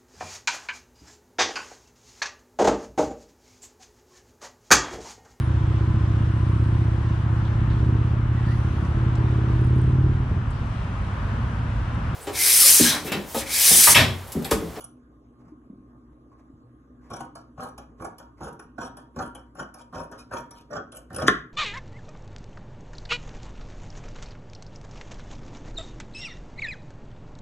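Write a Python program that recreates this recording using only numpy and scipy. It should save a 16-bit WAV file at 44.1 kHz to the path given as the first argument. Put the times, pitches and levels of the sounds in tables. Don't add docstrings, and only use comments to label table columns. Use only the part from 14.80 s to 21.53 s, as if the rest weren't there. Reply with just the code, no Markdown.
import sys
import numpy as np
from scipy import signal
from scipy.fft import rfft, irfft, next_fast_len
from scipy.io import wavfile
from scipy.ndimage import uniform_filter1d, map_coordinates

SR = 44100
rng = np.random.default_rng(int(sys.argv[2]) if len(sys.argv) > 2 else 0)


def wav_out(sig):
    wavfile.write(sys.argv[1], SR, np.round(np.clip(np.atleast_2d(sig).T, -1, 1) * 32767).astype(np.int16))


N = 296793


# steel_db, knock_db
CUTS = [(2.301, 0.067, 0.15, 4.5, -45, -34, -48, -52, -46, -36),
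        (2.775, 0.056, 0.1, -6, -43.5, -28, -45, -47.5, -81, -35),
        (3.198, 0.028, 0.091, 4, -45, -39.5, -52, -51, -72, -33),
        (3.604, 0.042, 0.087, -3.5, -38.5, -31, -42, -51.5, -72, -38),
        (3.979, 0.036, 0.1, -10, -44, -28.5, -40.5, -48.5, -62, -25),
        (4.36, 0.044, 0.12, -4.5, -36, -36, -47, -49, -47.5, -31),
        (4.75, 0.037, 0.083, -17.5, -41.5, -30.5, -43, -53, -56.5, -38.5),
        (5.125, 0.024, 0.124, -12.5, -38, -32.5, -42.5, -54, -61, -34),
        (5.509, 0.026, 0.099, -4, -40.5, -26, -41.5, -48, -68, -34),
        (5.902, 0.061, 0.065, -11, -41.5, -21, -45, -80, -65, -32),
        (6.301, 0.124, 0.17, -18, -31, -24, -57, -56, -59, -32)]
BITE_DB = [7.5, -7, -9.5, -22]
SAG_DB_PER_S = [114, 178, 151, 60.3]
CUT_ATTACK_S, CUT_RELEASE_S = 0.0033, 0.0072
LEAD_S, LEAD_DB = 0.022, -12
# start_s, steel_db, knock_db, edge_db, twang_pitch_hz
CATCHES = [(0.04, -40.5, -45, -37.5, 1200), (2.31, -44.5, -29, -59, 555), (2.333, -34, -28, -46.5, 760),
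           (2.362, -39, -49, -45, 650), (2.4045, -39, -24, -45.5, 787), (2.8037, -43, -40.5, -53, 503),
           (2.832, -45, -36, -44, 780), (2.8848, -47, -46, -55, 1380), (3.2199, -43, -31.5, -53, 507),
           (3.245, -34, -25, -43, 762), (3.606, -61, -30, -67, 890), (3.6303, -45.5, -52, -65, 660),
           (3.6679, -58, -29, -65, 795), (3.7262, -55, -48, -56, 970), (3.983, -45, -39, -61, 1640),
           (4.013, -35, -26.5, -66, 1040), (4.3876, -31.5, -29, -60, 1443), (4.398, -54, -24, -68, 1376),
           (4.4219, -36.5, -31.5, -56, 1385), (4.7945, -36, -25, -50.5, 1446), (5.1574, -60, -27, -70, 490),
           (5.169, -53, -54, -72, 1470), (5.179, -41, -36.5, -55, 1270), (5.198, -47, -32, -56, 1080),
           (5.2372, -66, -64, -62, 1120), (5.512, -64, -35, -63, 1115), (5.5346, -54, -25.5, -55, 486),
           (5.5658, -31.5, -36, -56, 1090), (5.907, -47, -47.5, -68, 580), (5.9307, -37, -25.5, -71, 1186),
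           (5.9631, -33, -30, -77, 746), (5.975, -62, -28.5, -77, 1487), (6.167, -40, -49.5, -42.5, 1300),
           (6.3284, -45, -36, -53, 720), (6.344, -35, -34, -41, 520), (6.36, -32, -36, -33.5, 525),
           (6.383, -33.5, -22, -45, 548), (6.396, -34, -30, -43, 1290), (6.4193, -24.5, -17.5, -42, 620),
           (6.4751, -45, -52, -33.5, 1400)]
# start_s, steel_click_db, knock_db, cloth_rub_db, twang_pitch_hz
OPENS = [(.004, -40.5, -44, -68, 1120), (2.552, -40.5, -38, -34.5, 1060), (2.978, -39.5, -32.5, -42.5, 823),
         (3.381, -43, -43, -36, 494), (3.793, -43, -35.5, -47.5, 427), (4.168, -40, -39.5, -38, 1020),
         (4.548, -42.5, -38, -37, 730), (4.94, -42, -48, -42, 1390), (5.313, -46, -36, -35.5, 424),
         (5.707, -42, -45, -42, 1160), (6.119, -40, -66, -37.5, 1222)]
RUB_MIX_DB = [-27, 2.5, -11, -21]
RUB_ATTACK_S, RUB_T60_S = 0.004, 0.17
# middle_s, length_s, scrape_db, hiss_db
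SLIDES = [(-0.001, 0.14, -45, -45), (0.048, .026, -64, -45), (3.834, 0.034, -67, -64),
          (5.002, 0.067, -46.5, -51.5), (5.401, 0.075, -47.5, -53.5), (5.788, 0.12, -52, -61),
          (6.169, 0.074, -47.5, -41.5), (6.481, 0.043, -22, -45)]
SLIDE_CRUNCH_DB = 1
EDGE_CLICK_DB = -5.5

# pitch_hz, width_hz, level_db
BOARD_MODES = [(58.4, 16.3, -2), (115.7, 56.5, 0.5), (164, 61, 2), (249.5, 20, 3.5), (313, 53, -1),
               (365.6, 143, -4.5)]
# pitch_hz, width_hz, first_cut_level_db, last_cut_level_db
BODY_MODES = [(525, 165.5, 8, 17.5), (673, 172, 10, 16.5), (769, 83.6, 12.5, 15), (1104, 47, 11, 16),
              (1254, 24.4, 10, 18.5), (1376, 37.5, 8, 17), (1508, 71, 1, 15.5), (1681, 53, -1, 6),
              (1746, 36, -7.5, 9.5), (1873, 135, -19.5, -1)]
# pitch_hz, width_hz, level_db
STEEL_MODES = [(2376, 180, 3.5), (3030, 83, 8), (3274, 51, 9.5), (3800, 600, 1), (3875, 63, 1.5),
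               (4160, 270, -22.5), (5450, 350, 7.5), (5675, 98, 14), (5807, 360, 6.5), (6340, 24.3, 5.5),
               (6460, 230, 0), (7394, 87, 1)]
# pitch_hz, width_hz, level_db
EDGE_MODES = [(7900, 74, -8.5), (8650, 670, 1.5), (9470, 410, -17.5), (10600, 82, -18.5), (9880, 270, 2.5),
              (10230, 74, 5), (10640, 275, 1), (11680, 220, -3.5)]
# time_s, level_against_crunch_db
SINGING = [(0, -16), (2.35, -16), (2.85, -29), (3.25, -11.5), (3.66, -14.5), (4.05, -11), (4.4, -10),
           (4.6, -11), (4.82, -20), (5.0, -13.5), (5.2, -6), (5.38, -19), (5.58, -9.5), (5.78, -10.5),
           (5.9, -37), (6.2, -22), (6.3, -39)]
BEND_HZ, BEND_T60_S = 943, 0.21
TWANG_T60_S, TWANG_ATTACK_S = 0.033, 0.002

# start_s, level_db, treble_db
SHUT = [(6.466, -23, -10), (6.4806, -11, -4), (6.4818, 1, 1), (6.4843, -7, -3), (6.4885, -5, -6),
        (6.493, -6, -6), (6.498, -11, -5)]
# pitch_hz, width_hz, level_db
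STOP_MODES = [(53.3, 4.6, -2.5), (73.7, 8, -17), (140, 24, -2), (186.7, 21, 0.5), (247, 98, 1.5),
              (390, 80, 4), (680, 28, 0), (1075, 25, 8), (1370, 165, 4.5), (1480, 142, 1.5),
              (1700, 130, 7.5), (1910, 324, 0.5), (2270, 69, -21.5), (2460, 69, -11.5), (2860, 31, -12.5),
              (3290, 410, -7.5), (3690, 430, -8), (5260, 940, -17.5), (6250, 175, -16.5),
              (6930, 740, -23.5), (9640, 330, -17.5)]
SOFT_HZ = 2510
SNAP_WET_DB = -5
# start_s, length_s, pitch_hz, level_db
SQUEAKS = [(.015, .03, 2380, -64), (4.385, .06, 2480, -60), (4.985, .045, 2420, -63),
           (5.38, .06, 2470, -57), (5.555, .06, 2490, -58), (5.765, .065, 2480, -65),
           (5.925, .08, 3400, -60), (6.405, .04, 3320, -46)]

# start_s, level_db, pitch_hz
PATS = [(0.671, -37.5, 163), (0.68, -51, 1090), (0.721, -33.5, 302), (0.749, -48, 320), (0.9, -30, 215),
        (0.931, -30.5, 240), (1.151, -39, 264), (1.517, -45.5, 1093), (1.67, -47, 262), (1.701, -37, 288),
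        (1.737, -37, 114), (1.753, -53, 220)]
# start_s, length_s, level_db
RUSTLES = [(0.573, 0.068, -65.5), (0.633, 0.099, -64.5), (1.318, 0.023, -71.5), (1.507, 0.039, -66),
           (1.57, 0.053, -62.5), (2.207, 0.096, -60), (3.168, 0.061, -63), (3.569, 0.051, -56)]
# pitch_hz, level_db
CLOTH_COLOUR = [(300, 6), (1100, 9.5), (2200, -3.5), (3500, -16), (5000, -10), (11000, -19.5)]

# pitch_hz, fall_time_s
ROOM_T60 = [(100, 0.65), (500, 0.25), (1500, 0.37), (4000, 0.28), (11000, 0.2)]
# pitch_hz, level_db
ROOM_COLOUR = [(100, -10), (500, -1.5), (1500, -4), (4000, -8), (11000, -12.5)]
# pitch_hz, likeness_0_to_1
ROOM_ALIKE = [(100, 1), (400, 1), (900, 0), (3200, 0.38), (6000, 1), (11000, 0.78)]
# pitch_hz, likeness_0_to_1
NEAR_ALIKE = [(300, 1), (1000, 0.8), (2500, 0.5), (4500, 0.84), (8500, 0.98), (12000, 0.82)]
SCATTER_T60_S = 0.005
# pitch_hz, phase_radians
PORT_PHASE = [(60, 0), (500, -.3), (1100, -.4), (1600, .4), (2200, .7), (3500, 1.9), (4300, 2.9),
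              (5200, 3.4), (6300, 6.1), (7400, 6.6), (8400, 9.1), (9400, 9.7), (10500, 12.1), (11400, 12.8),
              (12200, 14)]
# pitch_hz, left_minus_right_db
PORT_LEVEL = [(200, 0), (700, -0.5), (1400, -0.5), (3000, -0.5), (8000, 0.5), (12000, 0)]
TOP_HZ = 12500

# pitch_hz, level_db
AIR_COLOUR = [(20, -12.5), (40, -5.5), (60, 6.5), (90, -19), (125, -2), (190, -4.5), (250, -16.5),
              (400, -3.5), (800, -15), (1150, -18), (1500, -19), (2400, -35.5), (5000, -39.5),
              (11500, -43.5)]
# pitch_hz, width_hz, level_db
HUM_MODES = [(59.1, 7.4, -3.5), (121.6, 9.5, -1.5), (242.6, 11.2, 2), (309.3, 31.6, -4), (1077, 13, -11.5),
             (1210, 33, -16)]
# pitch_hz, likeness_0_to_1
AIR_ALIKE = [(25, 0.7), (60, 1), (150, 1), (400, 0.94), (900, 0), (3200, 0), (4400, 1), (11000, 1),
             (12000, 0.1)]
MAINS_HZ = 58.4


def cutting():
    boards, crunch, scrape, hiss = stroke_gains()
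    steel, knock, edge = jolts()
    board_grain = threads(rate=500, spread_db=-1.5, clump_db=2.0, smooth=0.25)
    crunch_grain = threads(rate=350, spread_db=2, clump_db=3.5, smooth=0.2)
    fine_grain = threads(rate=800, spread_db=2.5, clump_db=4, smooth=0.5)

    board_force = boards * board_grain + amp(2) * knock
    body_force = patchy(crunch * crunch_grain + amp(10) * knock, depth_db=3, bins=2, frames=12)
    steel_force = patchy(scrape * fine_grain + amp(7) * steel, depth_db=5.5, bins=2, frames=16)
    edge_force = patchy(hiss * fine_grain + amp(14) * edge, depth_db=5.5, bins=2, frames=16)

    travel = np.interp(seconds(), [CUTS[0][0], CUTS[-1][0]], [0, np.pi / 2])
    first_ring = ringing(body_force, [(hz, width, first) for hz, width, first, _ in BODY_MODES])
    last_ring = ringing(body_force, [(hz, width, last) for hz, width, _, last in BODY_MODES])
    body = np.cos(travel) * first_ring + np.sin(travel) * last_ring

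    wood = amp(-2.5) * ringing(board_force, BOARD_MODES) + amp(-9.5) * body
    blades = amp(-7) * ringing(steel_force, STEEL_MODES) + amp(-3) * ringing(edge_force, EDGE_MODES)
    return wood + blades + singing(crunch) + twangs()


def stroke_gains():
    gains, t = np.zeros((4, N)), seconds()
    bite, sag, rub_mix = (np.array(v)[:, None] for v in (BITE_DB, SAG_DB_PER_S, RUB_MIX_DB))
    for start, rise, span, firmness_db, *levels_db, _, _ in CUTS:
        level = np.array(levels_db)[:, None]
        here = slice(round(start * SR), round(start * SR) + SR // 3)
        u = t[here] - start
        shape_db = (bite + firmness_db) * np.clip(1 - u / rise, 0, 1) - sag * np.clip(u - rise, 0, 1)
        fade_in = np.clip(u / CUT_ATTACK_S, 0, 1)
        fade_out = np.clip(1 - (u - span) / CUT_RELEASE_S, 0, 1)
        gains[:, here] += fade_in * fade_out * amp(level + shape_db)
        press = np.clip(1 + (t - start) / LEAD_S, 0, 1) * np.clip(1 - (t - start) / CUT_ATTACK_S, 0, 1)
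        gains += press * amp(level + bite + firmness_db + LEAD_DB)
    for start, _, _, rub_db, _ in OPENS:
        here = slice(round(start * SR), round(start * SR) + SR // 3)
        u = t[here] - start
        onset = 1 - np.exp(-abs(u) / RUB_ATTACK_S)
        gains[:, here] += amp(rub_db + rub_mix - 60 * u / RUB_T60_S) * onset
    for middle, span, scrape_db, hiss_db in SLIDES:
        swell = np.cos(np.pi * np.clip((t - middle) / span, -.5, .5)) ** 2
        gains[1:] += swell * amp([[scrape_db + SLIDE_CRUNCH_DB], [scrape_db], [hiss_db]])
    return gains


def threads(rate, spread_db, clump_db, smooth):
    when, size = rng.random((2, N))
    sizes = amp(-spread_db * np.log(size + 1e-3))
    snaps = (when < rate / SR) * sizes * rng.choice([-1, 1], N)
    mix = np.sqrt(1 - smooth) * unit(snaps) + np.sqrt(smooth) * rng.standard_normal(N)
    return evened(mix * amp(clump_db * wobble(70)), span=.035)


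def jolts():
    out, t = np.zeros((3, N + SR)), np.arange(SR // 20) / SR
    clicks = [(cut[0], *cut[-2:]) for cut in CUTS] + [opening[:3] for opening in OPENS]
    hits = [(*click, click[1] + EDGE_CLICK_DB) for click in clicks] + [c[:4] for c in CATCHES]
    fall_s = np.array([[0.04], [0.04], [0.035]])
    shape = amp(-60 * t / fall_s) * (1 - np.exp(-t / 0.003))
    for start, *levels_db in hits:
        burst = shape * rng.standard_normal((3, len(t)))
        out[:, round(start * SR):][:, :len(t)] += amp(levels_db)[:, None] * burst
    return out[:, :N]


def singing(crunch):
    t, keep = seconds(), amp(-60 / (BEND_T60_S * SR))
    push = crunch * amp(np.interp(t, *np.transpose(SINGING)))
    swell = signal.lfilter([1 - keep], [1, -keep], push)
    waver = amp(4 + 3 * wobble(20) + 3 * wobble(70))
    return waver * swell * np.sin(2 * np.pi * (BEND_HZ * t + .14 * wobble(40)))


def twangs():
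    out, t = np.zeros(N + SR), np.arange(SR // 8) / SR
    shape = amp(-60 * t / TWANG_T60_S) * (1 - np.exp(-t / TWANG_ATTACK_S))
    for start, _, knock_db, _, hz in CATCHES + OPENS:
        out[round(start * SR):][:len(t)] += amp(knock_db) * shape * np.sin(2 * np.pi * hz * t)
    return out[:N]


def snap():
    force, t = np.zeros(N), np.arange(SR // 50) / SR
    bursts = 5 * (t == 0) + .22 * rng.standard_normal((len(SHUT), len(t)))
    dull = signal.lfilter(*signal.butter(2, SOFT_HZ, fs=SR), bursts)
    for (start, db, treble_db), full, low in zip(SHUT, bursts, dull):
        blow = low + amp(treble_db) * (full - low)
        force[round(start * SR):][:len(t)] += amp(db - 60 * t / 0.016) * blow
    return ringing(force, STOP_MODES)


def squeaks():
    t = seconds()
    waver = 18 * np.cumsum(wobble(150)) / SR
    flutter = amp(5 * wobble(250) - 2)
    tones = sum(amp(db) * arch(start, span) * np.sin(2 * np.pi * (hz * t + waver))
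                for start, span, hz, db in SQUEAKS)
    return flutter * tones


def pats():
    out, t = np.zeros(N + SR), np.arange(SR // 4) / SR
    for start, db, hz in PATS:
        shape = amp(db - 60 * t / 0.055) * (1 - np.exp(-t / 0.0015))
        out[round(start * SR):][:len(t)] += shape * np.sin(2 * np.pi * hz * t)
    return out[:N]


def rustles():
    gain = sum(amp(db) * arch(start, span) for start, span, db in RUSTLES)
    grain = threads(rate=1200, spread_db=1.5, clump_db=3, smooth=0.55)
    return gain * unit(filtered(grain, lambda hz: amp(along(CLOTH_COLOUR, hz))))


def scatter(x):
    out, hop, t = np.zeros(N + SR), SR // 10, np.arange(SR // 50) / SR
    for start in range(0, N, hop):
        echo = amp(-60 * t / SCATTER_T60_S) * rng.standard_normal(len(t))
        piece = signal.fftconvolve(x[start:start + hop], echo / np.linalg.norm(echo))
        out[start:start + len(piece)] += piece
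    return out[:N]


def room(x):
    out, hop, delay = np.zeros((2, N + 2 * SR)), SR // 3, 300
    for start in range(0, N, hop):
        hz, t, z = signal.stft(rng.standard_normal((2, SR // 2)), SR, nperseg=256)
        fading = z * amp(-60 * t / along(ROOM_T60, hz)[:, None])
        tail = signal.istft(fading, SR, nperseg=256)[1]
        wet = signal.fftconvolve(x[None, start:start + hop], tail / np.linalg.norm(tail[0]), axes=1)
        begin = start + delay
        out[:, begin:begin + wet.shape[1]] += wet
    return out[:, :N]


def ports(pair, alike):
    half = np.array([[.5], [-.5]])

    def blend(hz):
        turn = np.arccos(np.clip(along(alike, hz), 0, 1)) / 2
        return np.array([np.cos(turn), np.sin(turn)])

    def step(hz):
        return amp(half * along(PORT_LEVEL, hz)) * np.exp(1j * half * along(PORT_PHASE, hz))

    mid, side = filtered(pair, blend)
    return filtered(np.array([mid + side, mid - side]), step)


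def air():
    pair = patchy(rng.standard_normal((2, N)), depth_db=3.5, bins=3, frames=20)
    noise = unit(filtered(pair, lambda hz: amp(along(AIR_COLOUR, hz))))
    hum = unit(ringing(rng.standard_normal((2, N)), HUM_MODES)) * amp(1.5 * wobble(9))
    hum = filtered(hum, lambda hz: 1 / (1 + (hz / 1600) ** 4))
    mains_turns = MAINS_HZ * seconds() + 0.038 * wobble(3.1)
    mains = amp(-57.5 + 1.4 * wobble(12)) * np.sin(2 * np.pi * mains_turns)
    return amp(-60.5) * noise + amp(-53.5) * hum + mains * [[1], [0]]


def amp(db):
    return 10 ** (np.asarray(db) / 20)


def seconds():
    return np.arange(N) / SR


def arch(start, span):
    return np.sin(np.pi * np.clip((seconds() - start) / span, 0, 1))


def unit(x):
    return x / np.sqrt(np.mean(x ** 2) + 1e-20)


def evened(x, span):
    return x / np.sqrt(abs(uniform_filter1d(x ** 2, size=int(span * SR))) + 1e-9)


def along(points, hz):
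    f, v = np.transpose(points)
    return np.interp(np.log(hz + 1), np.log(f + 1), v)


def wobble(rate):
    return map_coordinates(rng.standard_normal(int(N * rate / SR) + 4), [np.arange(N) * rate / SR])


def filtered(x, response):
    m = next_fast_len(N + SR // 2)
    return irfft(rfft(x, m) * response(np.fft.rfftfreq(m, 1 / SR)), m)[..., :N]


def ringing(x, modes):
    def response(f):
        total = 0
        for k, (hz, width, db) in enumerate(modes):
            total = total + (-1) ** k * amp(db) * 1j * f * width / (hz * hz - f * f + 1j * f * width)
        return total / np.sqrt(np.mean(abs(total) ** 2))
    return filtered(x, response)


def patchy(x, depth_db, bins, frames):
    z = signal.stft(x, nperseg=256)[2]
    field = uniform_filter1d(rng.standard_normal(z.shape[-2:]), size=bins, axis=0)
    field = uniform_filter1d(field, size=frames, axis=1)
    gain = amp(depth_db * unit(field))
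    gain = gain / np.sqrt(np.mean(gain ** 2, axis=0))
    return signal.istft(z * gain, nperseg=256)[1][..., :N]


def scene():
    near, shut = cutting() + pats() + rustles(), snap()
    direct = amp(-1.0) * (near + shut + squeaks())
    echo = room(near + amp(SNAP_WET_DB) * shut)
    echo = filtered(echo, lambda hz: amp(along(ROOM_COLOUR, hz)))
    close_sound = ports(np.array([direct, scatter(direct)]), NEAR_ALIKE)
    return close_sound + ports(echo, ROOM_ALIKE) + ports(air(), AIR_ALIKE)


def record(dry):
    return filtered(dry, lambda hz: (hz < TOP_HZ) / (1 + (hz / 11900) ** 40))


dry = scene()
out = record(dry)
wav_out(out)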